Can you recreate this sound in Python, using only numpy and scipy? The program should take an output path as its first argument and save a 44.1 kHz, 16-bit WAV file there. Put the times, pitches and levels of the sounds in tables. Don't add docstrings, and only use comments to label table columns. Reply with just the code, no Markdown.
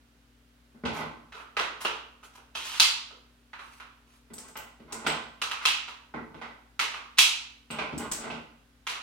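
import sys
import numpy as np
from scipy import signal
from scipy.fft import rfft, irfft, next_fast_len
from scipy.io import wavfile
from scipy.ndimage import map_coordinates

SR = 44100
rng = np.random.default_rng(int(sys.argv[2]) if len(sys.argv) > 2 else 0)


def inscribe(sig):
    pcm = np.round(np.clip(np.atleast_2d(sig).T, -1, 1) * 32767)
    wavfile.write(sys.argv[1], SR, pcm.astype(np.int16))


N = 397782
LN_60DB = np.log(1000)


def amp(db):
    return 10 ** (np.asarray(db) / 20)


def unit(x):
    return x / np.sqrt(np.mean(x ** 2) + 1e-20)


def along(points, hz):
    point_hz, value = np.transpose(points)
    return np.interp(np.log(hz + 1), np.log(point_hz + 1), value)


def filtered(x, response):
    n = x.shape[-1]
    padded = next_fast_len(n + SR // 10)
    hz = np.fft.rfftfreq(padded, 1 / SR)
    return irfft(rfft(x, padded) * response(hz), padded)[..., :n]


def add(track, start_s, sound):
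    start = max(0, round(start_s * SR))
    target = track[:, start:start + sound.shape[1]]
    target += sound[:, :target.shape[1]]


# freq_hz, coherence (0-1)
LIKENESS = [(60, 1), (150, 0.85), (280, .68), (550, 0.39), (1000, 0.11), (16000, 0.023)]


def diffuse(n):
    def mid_side_gain(hz):
        likeness = along(LIKENESS, hz)
        return np.sqrt([(1 + likeness) / 2, (1 - likeness) / 2])

    mid, side = filtered(rng.standard_normal((2, n)), mid_side_gain)
    return np.array([mid + side, mid - side])


# freq_hz, relative_db
AIR_COLOUR = [(25, -17.5), (40, -8.5), (70, 7), (100, -6), (150, -0.5), (250, -6), (400, -4), (630, -8),
              (1000, -9.5), (1500, -7.5), (2000, -10.5), (3200, -11.5), (8000, -20.5), (16000, -26)]
# freq_hz, mean_level_db (rms)
HUM_PARTIALS = [(56, -66), (120, -75.5), (241, -69.5), (280, -74.5)]


def room_tone(air_db=-66):
    t = np.arange(N) / SR
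    air = unit(filtered(diffuse(N), lambda hz: amp(along(AIR_COLOUR, hz))))

    def waver():
        return map_coordinates(rng.standard_normal(SR // 100), [t * 6])

    hum = np.zeros(N)
    for freq_hz, level_db in HUM_PARTIALS:
        level = np.sqrt(2) * amp(level_db + 0.56 * waver())
        hum += level * np.sin(2 * np.pi * freq_hz * t + 0.65 * waver())
    return amp(air_db) * air + hum


# freq_hz, t60_s
REVERB = [(100, 0.7), (400, 0.57), (1050, 0.59), (2800, 0.54), (7000, 0.46), (11000, 0.31), (16000, .27)]
# mean_delay_s, level_db (re direct sound)
REFLECTIONS = [(.0048, 1.5), (0.0195, -6), (0.0246, -12), (.032, -14.5)]
PORT_LAG_S = .00005


def garage(force, direct_db, build_s=0.0032):
    hz, t, bins = signal.stft(diffuse(SR * 3 // 4), SR, nperseg=256)
    t60_s = along(REVERB, hz)[:, None]
    decay = np.exp(-LN_60DB * t / t60_s)
    energy_norm = np.sqrt(2 * LN_60DB / t60_s / SR)
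    tail = signal.istft(bins * decay * energy_norm, SR, nperseg=256)[1]
    tail *= 1 - np.exp(-np.arange(tail.shape[1]) / SR / build_s)

    early = np.zeros_like(tail)
    early[[0, 1], [0, round(PORT_LAG_S * SR)]] = 1
    for delay_s, level_db in REFLECTIONS:
        arrival = (delay_s + rng.normal(0, .0002, 2)) * SR
        early[[0, 1], arrival.astype(int)] += amp(level_db)
    direct = signal.fftconvolve(early, force[None], axes=1)[:, :tail.shape[1]]
    return tail + amp(direct_db) * direct


def body(spectrum, modes, tilt, size=8192):
    hz = np.fft.rfftfreq(size, 1 / SR)
    peaks = np.ones(len(hz))
    for mode_hz, width_hz, level_db in modes:
        peaks += amp(level_db) ** 2 / (1 + (2 * (hz - mode_hz) / width_hz) ** 2)
    colour = amp(along(spectrum, hz) + along(tilt, hz))
    cepstrum = irfft(np.log(colour * np.sqrt(peaks) + 1e-6))
    cepstrum[1:size // 2] *= 2
    cepstrum[size // 2 + 1:] = 0
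    return irfft(np.exp(rfft(cepstrum)))


def excited(modes, pitch_hz, pitch_db, spread_db, width=0.12):
    woken = [(hz, width_hz, db + rng.normal(0, spread_db)) for hz, width_hz, db in modes]
    return woken + [(pitch_hz, width * pitch_hz, pitch_db)]


def strike(response, chatter_s, direct_db, spiky=0.94):
    t = np.arange(SR // 25) / SR
    spikes = np.exp(spiky * rng.standard_normal(len(t)) - LN_60DB * t / chatter_s)
    force = rng.standard_normal(len(t)) * spikes
    force *= 1 - np.exp(-t / (0.085 * chatter_s))
    path = garage(force / np.linalg.norm(force), direct_db, build_s=0.00086 + 0.18 * chatter_s)
    return signal.fftconvolve(response[None], path, axes=1)


def rub(strokes, response, grain_db, grain_hz, swell_db, fade):
    out = np.zeros((2, N))
    for start_s, end_s, level_db in strokes:
        n = max(int((end_s - start_s) * SR), SR // 100)
        t = np.arange(n) / SR
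        grain = map_coordinates(rng.standard_normal(SR // 10), [t * grain_hz], order=1)
        slips = unit(rng.standard_normal(n) * amp(grain_db * grain))
        level = amp(level_db + swell_db * np.linspace(-.5, .5, n))
        force = slips * level * signal.windows.tukey(n, fade)
        rung = signal.fftconvolve(force, response)
        path = garage(np.ones(1), direct_db=-2.5)
        add(out, start_s, signal.fftconvolve(rung[None], path, axes=1))
    return out


# freq_hz, level_db
SHELL_COLOUR = [(100, -23.5), (300, -17), (600, -12), (950, 0), (1350, 2), (1700, -2), (3200, 1),
                (4500, -5), (7000, -12.5), (11000, -22), (16000, -32)]
# freq_hz, width_hz, mean_level_db
SHELL_RESONANCES = [(438, 21, 1.1), (913, 15, 3.3), (988, 10, 3.9), (1147, 6.1, 1.6), (1287, 16, 1.4),
                    (2100, 19, 1.6), (2390, 39, 1.5), (2610, 84, 4.6), (2788, 47, 2.8), (2965, 24, 3),
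                    (3320, 18, 1), (3680, 11, 0.67), (3880, 58, 2.7), (4110, 41, 2.7), (5030, 8.3, 1.7),
                    (6030, 97, 3)]
HOLLOW_PER_DB = -0.55


def shell(thud_db, bite_db, edge_db, pitch_hz):
    tilt = [(150, 0.15 * thud_db), (450, thud_db), (850, 0.019), (1500, 0.0022),
            (2000, HOLLOW_PER_DB * thud_db), (3200, bite_db), (8500, edge_db)]
    modes = excited(SHELL_RESONANCES, pitch_hz, pitch_db=4.5, spread_db=2.2)
    return body(SHELL_COLOUR, modes, tilt)


# freq_hz, level_db
BENCH_COLOUR = [(35, -41), (62, -4), (95, -7.5), (220, -8.5), (330, -3.5), (600, -2.5), (1450, -2),
                (1750, -15), (2200, -7), (3200, -10.5), (5000, -19), (9000, -34.5), (16000, -56.5)]
# freq_hz, width_hz, mean_level_db
BENCH_RESONANCES = [(158, 9.9, 13.6), (231.5, 12.5, 18.6), (304, 16, 6.2), (440, 11, 8.7), (879, 18, 6.6),
                    (1034, 4.8, 8.8), (1390, 3.5, 1.2), (1546, 41, 7.4), (1985, 86, 8.6)]
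# start_s, end_s, level_db
BENCH_DRAGS = [(.94, 1.055, -24.5), (4.35, 4.53, -44.5), (4.87, 5.06, -35), (7.72, 7.87, -29.5),
               (7.98, 8.08, -28), (8.16, 8.39, -31.5)]
# start_s, end_s, level_db
PALM_SLIDES = [(.92, 1.02, -47), (1.33, 1.45, -62.5), (1.795, 1.87, -40.5), (2.225, 2.27, -51),
               (2.33, 2.38, -54), (2.63, 2.76, -42.5), (3.56, 3.85, -60.5), (4.05, 4.2, -65.5)]


def handling():
    top = body(BENCH_COLOUR, BENCH_RESONANCES, [(90, -11.5), (250, -5.5), (1200, -1.5), (5000, -9)])
    skin = body(SHELL_COLOUR, SHELL_RESONANCES, [(1000, 6.5), (3500, -0.5), (11000, 15.0)])
    drag = rub(BENCH_DRAGS, top, grain_db=3, grain_hz=142, swell_db=1.5, fade=0.26)
    slide = rub(PALM_SLIDES, skin, grain_db=4.5, grain_hz=213, swell_db=-1.5, fade=.45)
    return drag + slide


# time_s, level_db, thud_db, hardness_db, pitch_hz (touched part)
BENCH_KNOCKS = [(0.744, -16, 12.5, -17, 228), (0.836, 6, 11, -10, 457), (.852, 14, 1, 5.5, 845),
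                (0.961, -18, 5, -2, 1520), (1.004, 8, 2, 1, 1060), (4.302, -9, 12, -3, 435),
                (4.555, 6.5, -9, -1.5, 2880), (4.798, -10.5, 11.5, 0, 428), (4.922, 0, 3, -4, 970),
                (5.046, 5.5, 3.5, 1, 840), (5.0641, 20.5, -7.5, 6.5, 1810), (6.139, 9.5, 4, -9.5, 1950),
                (6.344, -2.5, 7, 0, 441), (6.414, 8.5, -11.5, -1, 1990), (7.703, 5.5, 4, 7, 2760),
                (7.786, 16, -7.5, 1, 2440), (7.925, 2, 16.5, 1, 304), (8.004, 0, -6, 6, 1040),
                (8.237, 6, 2.5, -1, 675), (8.3, 6.5, 3.5, 5.5, 2670)]
KNOCK_CHATTER_S = 0.016
KNOCK_MID_DB, KNOCK_EDGE_DB = 0.5, -2
SETTLE_S, SETTLE_DB = .03, -8.5


def bench(level_db=-2):
    out = np.zeros((2, N))
    for time_s, knock_db, thud_db, hardness_db, pitch_hz in BENCH_KNOCKS:
        tilt = [(260, thud_db), (800, KNOCK_MID_DB), (2000, 0),
                (2900, hardness_db), (6000, hardness_db + KNOCK_EDGE_DB)]
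        for delay_s, loss_db in [(0, 0), (SETTLE_S, SETTLE_DB)]:
            modes = excited(BENCH_RESONANCES, pitch_hz, pitch_db=6.5, spread_db=1.2)
            top = body(BENCH_COLOUR, modes, tilt)
            knock = strike(top, KNOCK_CHATTER_S, direct_db=-12.0)
            add(out, time_s + delay_s, amp(knock_db + loss_db + level_db) * knock)
    return out


# freq_hz, level_db
CASE_COLOUR = [(1000, -6.5), (3500, -8.5), (7500, -2), (9500, -8), (16000, -15)]
# nominal_hz, width_hz, base_level_db
CASE_MODES = [(7700, 230, 7.3), (8110, 140, 19.3), (8300, 120, 8.6), (12000, 80, 8.2), (12290, 95, 9.2),
              (16000, 330, 9)]
# time_s, level_db, ring_db, upper_modes_db
CASE_CLINKS = [(4.335, -10, 0, 1), (4.381, -3.5, -5.5, -3), (4.48, -13.5, -4, -5), (4.568, -6, -11, 29.5),
               (4.923, 3, -9, -2), (5.066, 0.5, -3, -3), (7.706, -13, 3.5, -15), (7.978, -2, -1, -4),
               (8.1143, 10, -8.5, 9)]
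CASE_SPREAD = 0.005
CLINK_BRIGHT_DB, BRIGHT_PER_RING = 1, 0.96


def cartridges(level_db=-2):
    out = np.zeros((2, N))
    for time_s, clink_db, ring_db, upper_db in CASE_CLINKS:
        tune = 1 + rng.normal(0, CASE_SPREAD)
        modes = []
        for nominal_hz, width_hz, mode_db in CASE_MODES:
            mode_db = mode_db + ring_db + upper_db * (nominal_hz > 10000) + rng.normal(0, 0.67)
            modes.append((nominal_hz * tune, width_hz, mode_db))
        tilt = [(8400, 0), (11500, CLINK_BRIGHT_DB + BRIGHT_PER_RING * ring_db)]
        clink = strike(body(CASE_COLOUR, modes, tilt), chatter_s=0.017, direct_db=-7.5)
        add(out, time_s, amp(clink_db + level_db) * clink)
    return out


# time_s, level_db, thud_db, brightness_db, pitch_hz (touched part), rebound_db
MAGAZINE_CLACKS = [(1.322, -2, 6.5, -9, 1410, 0), (1.373, -2.5, 6, -22, 1280, 1.5),
                   (1.567, 17.5, 6.5, -10.5, 1944, 1), (1.849, 18.5, 11, -9.5, 2850, -18),
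                   (2.229, -9, 14, -15.5, 1305, -11.5), (2.377, -8.5, 13, -15, 800, -13.5),
                   (2.551, 7.5, 5.5, -0.5, 3160, -8), (2.74, 1.5, -4, -0.5, 1540, -16.5),
                   (3.106, -8.5, 21, -11, 1307, -12), (3.531, 1.5, -1.5, -16, 1540, -18),
                   (3.591, 0.5, 3.5, -13.5, 1180, -12), (3.799, -1, 2, -12, 1404, -11),
                   (5.416, 12.5, 5.5, 3, 1300, -28), (5.512, 10.5, -1, -2, 1210, -28.5),
                   (5.611, 5, -2, -20, 1300, -4), (5.879, 3, 4.5, -6, 966, -30),
                   (6.7921, 16.5, 1, 1.5, 2140, -8), (6.94, 6, 1.5, -11, 1190, -6.5),
                   (8.8675, 8.5, 0, 2.5, 2100, -1.5), (8.95, 2.5, 4, -5, 1300, -18)]
CLACK_CHATTER_S = 0.02
REBOUND_S, REBOUND_CHATTER_S = .024, .028
REBOUND_THUD_DB, REBOUND_BRIGHT_DB = 5, 1
BITE_DB, BITE_PER_DB = -1, .5


def magazine(level_db=-3):
    out = np.zeros((2, N))
    for time_s, clack_db, thud_db, bright_db, pitch_hz, rebound_db in MAGAZINE_CLACKS:
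        bite_db = BITE_DB + BITE_PER_DB * bright_db
        first = shell(thud_db, bite_db, bright_db, pitch_hz)
        second = shell(thud_db + REBOUND_THUD_DB, bite_db, bright_db + REBOUND_BRIGHT_DB, pitch_hz)
        clack = strike(first, CLACK_CHATTER_S, direct_db=-10, spiky=0.92)
        rebound = strike(second, REBOUND_CHATTER_S, direct_db=-11.5, spiky=0.43)
        add(out, time_s, amp(clack_db + level_db) * clack)
        add(out, time_s + REBOUND_S, amp(clack_db + rebound_db + level_db) * rebound)
    return out


# snap_s, level_db, brightness_db, pitch_hz, push_s (duration), scrape_db
ROUND_SNAPS = [(2.7985, 18, 13, 4600, 0.26, -33.5), (5.6532, 17, 5.5, 2650, 0.037, -39),
               (7.1847, 17.5, 17, 2320, 0.013, -27)]
SNAP_THUD_DB, SNAP_BITE_DB = -3, 2
SNAP_CHATTER_S = .01
SEAT_S, SEAT_DB, SEAT_CHATTER_S = 0.026, -6, .016
PUSH_SWELL_DB = 6


def loading(level_db=-3):
    pushes = [(snap_s - push_s, snap_s, scrape_db) for snap_s, _, _, _, push_s, scrape_db in ROUND_SNAPS]
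    scraped = body(SHELL_COLOUR, SHELL_RESONANCES, [(1000, -11.5), (4000, -2.0), (10000, 3.0)])
    out = rub(pushes, scraped, grain_db=2.5, grain_hz=383, swell_db=PUSH_SWELL_DB, fade=0.19)
    for snap_s, snap_db, bright_db, pitch_hz, _, _ in ROUND_SNAPS:
        ring = shell(SNAP_THUD_DB, SNAP_BITE_DB + BITE_PER_DB * bright_db, bright_db, pitch_hz)
        snap = strike(ring, SNAP_CHATTER_S, direct_db=-7.5, spiky=1.0)
        seat = strike(ring, SEAT_CHATTER_S, direct_db=-13.5)
        add(out, snap_s, amp(snap_db + level_db) * snap)
        add(out, snap_s + SEAT_S, amp(snap_db + SEAT_DB + level_db) * seat)
    return out


def scene():
    return room_tone() + handling() + bench() + cartridges() + magazine() + loading()


# freq_hz, left_minus_right_db
PORT_COLOUR = [(100, 3.5), (400, 0), (800, -2.5), (3200, -3.5), (5000, -1), (8000, 0), (9500, 8.5),
               (12000, 6), (15500, 4.5)]
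TOP_HZ = 16200


def record(dry):
    heard = filtered(dry, lambda hz: amp(np.outer([.5, -.5], along(PORT_COLOUR, hz))))
    rounded = heard / (1 + (heard / .85) ** 4) ** .25
    return filtered(rounded, lambda hz: np.clip((TOP_HZ - hz) / 500 + .5, 0, 1))


dry = scene()
out = record(dry)
inscribe(out)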